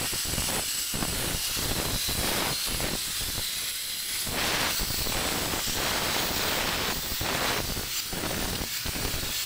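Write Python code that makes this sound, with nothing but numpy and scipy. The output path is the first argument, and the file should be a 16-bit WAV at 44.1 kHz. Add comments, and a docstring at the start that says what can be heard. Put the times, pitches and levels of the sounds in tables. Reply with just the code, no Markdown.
"""Outdoors, an angle grinder cuts stone: grit hisses, the steel disc rings in a few moving bands.
Gusts of air overload the microphone, whose output jumps between levels: single thumps in a light
gust, a dense rush in a strong one. Near the end a few ticks sound and an engine drones on the road."""
import sys
import numpy as np
from scipy import signal
from scipy.io import wavfile
from scipy.ndimage import uniform_filter1d

SR = 44100
rng = np.random.default_rng(int(sys.argv[2]) if len(sys.argv) > 2 else 0)


def pcm_store(signal):
    """Save signal as 16-bit PCM."""
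    levels = np.round(np.clip(np.atleast_2d(signal), -1, 1) * 32767)
    wavfile.write(sys.argv[1], SR, levels.astype(np.int16).T)


N = 416744


# disc on stone: (time [s], hiss level [dB], lowest ring [Hz])
CUT_PATH = [(0.0, -33, 4450), (0.7, -35, 4330), (1.4, -33.5, 4240), (1.97, -33, 3990), (2.5, -32.5, 4250),
            (2.8, -34.5, 4300), (3.5, -34, 4050), (3.9, -36, 3960), (4.15, -35, 4220), (4.7, -33, 4300),
            (5.15, -33, 4330), (5.6, -32.5, 4350), (6.4, -32, 4220), (7.1, -34, 4180), (7.55, -33, 4130),
            (7.62, -35, 4200), (8.0, -34.5, 4450), (8.3, -35, 4250), (8.72, -35, 4300), (9.2, -34.5, 4200),
            (9.45, -36.5, 4100)]
# shading as the tool turns: (time [s], treble gain [dB], mid gain [dB])
TOOL_SHADE = [(0, 3.5, -0.8), (2.5, 2.5, 0.6), (4.2, 3, 1.2), (4.5, 0, -0.2), (6.5, -3.5, -0.7),
              (7.55, -3, -0.5), (7.65, -4.5, -1.5), (9.2, -2, -1.5), (9.45, -2, 2)]

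def grinder(overload):
    """Grit noise drives disc and housing; the disc runs slightly out of true and throbs once a turn."""
    cut_db, lowest_hz = curves(CUT_PATH)
    treble_db, mid_db = curves(TOOL_SHADE)
    bite_db = bites()
    hiss = grit() + faint_rings()
    treble, mid = band(hiss, 6660, 14000), band(hiss, 2150, 5800)
    hiss = hiss + (gain(treble_db) - 1) * treble + (gain(mid_db) - 1) * mid
    rings = tool_rings(lowest_hz, treble_db, bite_db, overload)
    tool = hiss * gain(cut_db + bite_db) + rings + whines()
    shaft_hz = 180.3 * (1 + 0.0102 * wander(0.72))
    throb = 1 + 0.041 * np.sin(2 * np.pi * np.cumsum(shaft_hz) / SR)
    return tool * throb * gain(0.84 * wander(8.3))


# grit and cooling air: (frequency [Hz], relative density [dB])
GRIT_SPECTRUM = [(18, -38), (30, -3), (693, -13), (1830, -2.5), (2030, -3), (2430, -2.5), (4110, 2.5),
                 (6580, -4.5), (8110, -4.5), (9490, -6), (11100, -7.5), (13300, -7), (15600, -18.5)]

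def grit():
    """Noise through the disc's many small modes, which drift in and out as narrow streaks."""
    frames, bin_hz = N // 256 + 5, np.fft.rfftfreq(1024, 1 / SR)
    real, imag, streaks, patches = rng.standard_normal((frames, 513, 4)).T
    streaks = unit_rms(uniform_filter1d(uniform_filter1d(streaks, size=2, axis=0), size=40, axis=1))
    patches = unit_rms(uniform_filter1d(uniform_filter1d(patches, size=16, axis=0), size=20, axis=1))
    hz, db = np.transpose(GRIT_SPECTRUM)
    colour_db = np.interp(np.log(bin_hz + 1), np.log(hz), db)[:, None] + 2.4 * streaks + patches
    _, hiss = signal.istft((real + 1j * imag) * gain(colour_db), nperseg=1024, noverlap=768)
    return unit_rms(hiss[:N])


# (start [s], length [s], hiss boost [dB])
DISC_BITES = [(4.74, 0.06, 2), (5.05, 0.07, 0.5), (7.12, 0.089, 1), (7.95, 0.056, 4.5), (8.7, 0.078, 3),
              (9.344, 0.099, 4)]

def bites():
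    """The disc bites in, swells and lets go abruptly: dB over the steady cut."""
    return sum(db * spell(start, length, rise_s=0.089, fall_s=0.0058) for start, length, db in DISC_BITES)


# upper disc modes: (frequency [Hz], width [Hz])
DISC_MODES = [(7920, 220), (9480, 230), (11080, 250), (14950, 840)]
# guard and housing modes: (frequency [Hz], width [Hz])
HOUSING_MODES = [(2080, 230), (2860, 210), (3320, 220), (4950, 470), (5850, 670), (7300, 170)]
# lowest ring, then disc, then housing: (rest level [dB], shade slope [dB/dB], bite slope [dB/dB])
MODE_RESPONSE = [(-50, 1, 3.5), (-49, 0.5, 1.5), (-55.5, 0, -12), (-52.5, 2, -12), (-45, -0.2, 1.5),
                 (-59, 0, 0.5), (-52, 0, 2), (-58.5, -0.5, 0.5), (-49, 1.5, 0.5), (-54.5, 1, 2),
                 (-53, 0.5, 4)]
# one ring sings out: (start [s], length [s], ring [Hz], boost [dB])
MODE_BOOSTS = [(0.0, 1.17, 7920, 7), (0.0, 1.9, 4950, 2.5), (0.0, 2.1, 5850, 8.5), (0.68, 0.16, 7920, 3.5),
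               (0.0, 1.754, 2860, 9), (0.3, 0.33, 9480, 13), (0.45, 0.2, 11080, 4), (0.95, 0.35, 9480, 11),
               (1.85, 0.28, 4250, 10.5), (2.1, 0.22, 9480, 12), (2.5, 0.16, 4250, 11.5),
               (2.66, 0.19, 11080, 5), (3.399, 0.64, 4250, 6), (3.401, 1.07, 3320, 13),
               (3.401, 0.8, 2080, 11.5), (3.55, 0.95, 11080, 4), (4.72, 0.44, 4250, 8.5),
               (4.719, 0.39, 14950, 6), (4.72, 1.42, 7920, 5), (4.8, 0.9, 11080, 5.5),
               (5.5, 0.25, 7300, 11), (6.2, 0.38, 14950, 5), (6.9, 0.34, 14950, 5.5), (7.6, 0.27, 9480, 8),
               (8.03, 0.59, 9480, 9), (8.85, 0.36, 9480, 8)]

def tool_rings(lowest_hz, shade_db, bite_db, overload):
    """Disc, guard and housing resonate; a bite pushes the lowest ring up in pitch."""
    bite_hz_per_db, edge_s = 61.5, 0.069
    modes = [(lowest_hz + bite_hz_per_db * bite_db, 190)] + DISC_MODES + HOUSING_MODES
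    out = np.zeros(N)
    for (hz, width_hz), (rest_db, per_shade, per_bite) in zip(modes, MODE_RESPONSE):
        mean_hz = np.mean(hz)
        db = rest_db + per_shade * shade_db + per_bite * bite_db
        for start, length, ring_hz, boost_db in MODE_BOOSTS:
            if abs(ring_hz / mean_hz - 1) < 0.06:
                db += boost_db * spell(start, length, edge_s, edge_s)
        if mean_hz < 6500:  # a strong gust drowns the lower rings
            db -= 10 * overload
        drifting_hz = hz * (1 + 0.004 * wander(3.2))
        out += gain(db + 0.83 * wander(13)) * ring(drifting_hz, width_hz)
    return out


# one list per whine: (time [s], frequency [Hz], level [dB])
WHINE_GLIDES = [
    [(2.25, 5310, -60), (2.32, 5260, -50), (2.5, 4952, -40), (2.6, 4790, -46.5), (2.7, 4700, -60)],
    [(7.8, 6150, -60), (7.88, 6100, -48), (8.0, 5996, -44), (8.1, 6005, -50), (8.2, 6000, -60)],
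]

def whines():
    """Thin whines slide down as the disc bites."""
    return sum(gain(db) * ring(hz, width_hz=90) for hz, db in map(curves, WHINE_GLIDES))


# (frequency [Hz], width [Hz], level re hiss [dB])
FAINT_MODES = [(1434, 220, -20), (6420, 79, -32), (8320, 91, -22), (9850, 200, -27), (10570, 140, -20),
               (12450, 240, -25), (12250, 91, -27), (13600, 260, -24), (14200, 200, -21), (14900, 200, -19)]

def faint_rings():
    """Weak resonances waver within the hiss."""
    return sum(gain(db + 3 * wander(0.97)) * ring(hz * (1 + 0.004 * wander(2.5)), width_hz)
               for hz, width_hz, db in FAINT_MODES)


# (start [s], length [s], low-band level [dB], tilt: 500-1200 Hz re 25-250 Hz [dB])
WIND_GUSTS = [(0.0, 0.083, -38, -1), (0.12, 0.07, -38.5, -10), (0.25, 0.21, -34, -10),
              (0.47, 0.16, -36, -4), (0.63, 0.06, -44, -9), (0.73, 0.088, -52, -6), (0.93, 0.47, -35, -8),
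              (1.47, 0.064, -41.5, -12), (1.562, 0.42, -34, -7), (2.079, 0.48, -35.5, -9),
              (2.661, 0.32, -35.5, -8), (3.054, 0.07, -41, -11.5), (3.2, 0.11, -35.5, -13),
              (3.33, 0.1, -40, -9), (3.558, 0.1, -52, -6), (4.082, 0.11, -54.5, -6), (4.2, 0.058, -49, -6),
              (4.259, 0.48, -36.5, -8), (4.783, 0.84, -36, -11), (5.65, 1.36, -37, -8),
              (7.02, 0.13, -40, -3), (7.18, 0.69, -36, -10), (8.06, 0.075, -46, -7),
              (8.118, 0.55, -35.5, -7), (8.847, 0.46, -37.5, -7)]

def wind():
    """Air on the capsule: low-band level and level-weighted tilt, both in dB."""
    calm_db, calm_tilt_db = -60, -12
    level = gain(calm_db)
    weighted_tilt = calm_tilt_db * level
    for start, length, db, tilt_db in WIND_GUSTS:
        gust = gain(db) * spell(start, length, rise_s=0.03, fall_s=0.07) ** 2
        level = level + gust
        weighted_tilt = weighted_tilt + tilt_db * gust
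    return 20 * np.log10(level), weighted_tilt / level


# (start [s], length [s], added tilt [dB], rasp level [dB])
AIR_SURGES = [(0.5, 0.095, 4, -50), (1.13, 0.22, 2.5, -45), (1.771, 0.057, 6, -46.5),
              (2.246, 0.25, 10, -50), (2.827, 0.072, 7, -42), (4.351, 0.38, 12, -43), (5.12, 0.5, 10, -54),
              (5.769, 0.47, 11, -60.5), (6.2, 0.17, 5, -54.5), (6.378, 0.55, 11, -47),
              (7.23, 0.36, 12.5, -64), (8.198, 0.25, 3, -50), (8.931, 0.13, 3.5, -49)]

def surges():
    """Air surges inside a gust, a dense rush: added tilt in dB and rasp amplitude."""
    added_db, rasp_level = np.zeros(N), np.zeros(N)
    for start, length, tilt_db, rasp_db in AIR_SURGES:
        envelope = spell(start, length, rise_s=0.07, fall_s=0.03)
        added_db += tilt_db * envelope
        rasp_level += gain(rasp_db) * envelope
    return added_db, rasp_level


def capsule_overload(low_db, tilt_db):
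    """0 in light air, 1 when a strong gust fills the capsule's range."""
    return np.clip((uniform_filter1d(low_db + tilt_db, size=3000) + 43.5) / 5, 0, 1)


def jump_rate(tilt_db):
    """Jumps per second: their spectrum is flat up to rate / pi, so a brighter gust jumps more often."""
    corner_hz = np.geomspace(8, 6000, num=60)
    mid_power = np.arctan(1200 / corner_hz) - np.arctan(500 / corner_hz)
    low_power = np.arctan(250 / corner_hz) - np.arctan(25 / corner_hz)
    return np.pi * np.interp(tilt_db, 10 * np.log10(mid_power / low_power), corner_hz)


def buffeting(low_db, tilt_db, rasp_level, overload):
    """The overloaded capsule flips polarity at random moments and sags back in between."""
    jumps_per_s = jump_rate(tilt_db) * gain(3 * wander(25) + 4 * overload)
    jump_count = np.cumsum(rng.random(N) < jumps_per_s / SR)
    polarity = (-1.) ** jump_count
    steps = polarity * gain(5.56 * rng.standard_normal(N + 1))[jump_count]
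    kicks = np.diff(steps, prepend=0) * np.minimum(rng.exponential(1, N), 3)
    overshoot = 0.38 * signal.lfilter([1], [1, -0.88], kicks)
    eddies = gain(-14.5) * unit_rms(band(rng.standard_normal(N), 88, 1700))
    thumps = band(steps + overshoot, 5.9, 4930) + eddies
    thumps /= np.sqrt(uniform_filter1d(band(thumps, 17.3, 396) ** 2, size=5000) + 0.0034)
    rasp = band(band(polarity, 900, 6800), 1130, 6700)
    rasp /= np.sqrt(uniform_filter1d(rasp ** 2, size=5000) + 1e-4)
    flutter_db = 2 * (1 - overload) * wander(8.1)
    return thumps * gain(low_db + flutter_db) + rasp * rasp_level


# (time [s], impulse level [dB])
CAPSULE_POPS = [(0.547, -28), (1.195, -29), (1.348, -19.5), (1.711, -14), (2.111, -23.5), (2.191, -17),
                (2.287, -20), (2.747, -16), (2.843, -20), (3.38, -17.5), (4.327, -25), (4.811, -19),
                (5.156, -20), (5.697, -17), (5.788, -18), (6.64, -22), (7.121, -19), (7.722, -18),
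                (8.133, -24), (8.445, -18), (8.861, -21), (9.052, -13), (9.141, -18)]

def pops():
    """The capsule's hardest single jumps: a spike, then a sag back to rest."""
    t, impulses = np.arange(3000) / SR, np.zeros(N)
    for (start, db), sign in zip(CAPSULE_POPS, rng.choice([-1., 1.], len(CAPSULE_POPS))):
        impulses[round(start * SR)] = sign * gain(db)
    spike, sag = np.exp(-t / 0.00015), 0.5 * np.exp(-t / 0.0071)
    return band(signal.oaconvolve(impulses, spike + sag)[:N], 7, 4200)


# (time [s], impulse level [dB])
TICK_HITS = [(8.2571, -28), (8.552, -23.5), (8.8622, -26), (9.1755, -33)]

def ticks():
    """Short bright noise bursts, about three a second."""
    t, impulses = np.arange(1500) / SR, np.zeros(N)
    for start, db in TICK_HITS:
        impulses[round(start * SR)] = gain(db)
    burst = (1 - np.exp(-t / 0.002)) * np.exp(-t / 0.0064)
    envelope = signal.oaconvolve(impulses, burst)[:N]
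    return envelope * unit_rms(band(rng.standard_normal(N), 2800, 4660))


# (time [s], frequency [Hz], level [dB])
ENGINE_HUM = [(7.3, 118.7, -72), (7.9, 123.3, -59), (8.7, 115.7, -58), (9.45, 120.8, -56)]

def engine():
    """An engine on the road: a narrow wavering hum."""
    hz, db = curves(ENGINE_HUM)
    audible = np.arange(N) > ENGINE_HUM[0][0] * SR
    return gain(db) * audible * ring(hz, width_hz=12)


def ring(hz, width_hz):
    """Noise-driven resonance, rms 1: slow complex noise shifted up to hz."""
    hop = 6
    poles = np.exp(-np.pi * width_hz * np.array([1, 3]) * hop / SR)
    noise = rng.standard_normal((N // hop + 2, 2)) @ [1, 1j]
    slow = signal.lfilter([1], np.poly(poles), noise)
    slow = np.interp(np.arange(N) / hop, np.arange(len(slow)), slow)
    phase = 2 * np.pi * np.cumsum(hz * np.ones(N)) / SR
    return unit_rms(abs(slow) * np.cos(phase + np.angle(slow)))


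def wander(corner_hz):
    """Slow random drift, rms 1."""
    hop = 128
    pole = np.exp(-2 * np.pi * corner_hz * hop / SR)
    drift = signal.lfilter([1], [1, -pole], rng.standard_normal(N // hop + 2))
    return unit_rms(np.interp(np.arange(N) / hop, np.arange(len(drift)), drift))


def spell(start, length, rise_s, fall_s):
    """Trapezoid gate, ramps centred on start and end."""
    corners_s = np.array([-rise_s / 2, rise_s / 2, max(length - fall_s / 2, rise_s / 2), length + fall_s / 2])
    return np.interp(np.arange(N) / SR, start + corners_s, [0, 1, 1, 0])


def curves(rows):
    """One per-sample curve for each column after time."""
    times_s, *columns = np.transpose(rows)
    return [np.interp(np.arange(N) / SR, times_s, column) for column in columns]


def band(x, lo_hz, hi_hz):
    """Butterworth band-pass."""
    return signal.sosfilt(signal.butter(2, [lo_hz, hi_hz], "bandpass", fs=SR, output="sos"), x)


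def gain(db):
    """dB to amplitude."""
    return 10 ** (np.asarray(db) / 20)


def unit_rms(x):
    """Scale to rms 1."""
    return x / np.sqrt(np.mean(x ** 2) + 1e-20)


def scene():
    """One microphone on both channels; wind noise saturates at the end of the capsule's swing."""
    swing_limit = 0.17
    low_db, tilt_db = wind()
    surge_db, rasp_level = surges()
    tilt_db += surge_db
    overload = capsule_overload(low_db, tilt_db)
    swing = buffeting(low_db, tilt_db, rasp_level, overload) + pops()
    capsule = swing_limit * np.tanh(swing / swing_limit)
    return np.tile(grinder(overload) + capsule + ticks() + engine(), (2, 1))


def record(dry):
    """Steep low-pass band limit."""
    cutoff_hz = 15760
    taps = signal.firwin(1023, cutoff_hz, window=("kaiser", 10), fs=SR)
    return signal.oaconvolve(dry, taps[None], "same")


dry = scene()
out = record(dry)
pcm_store(out)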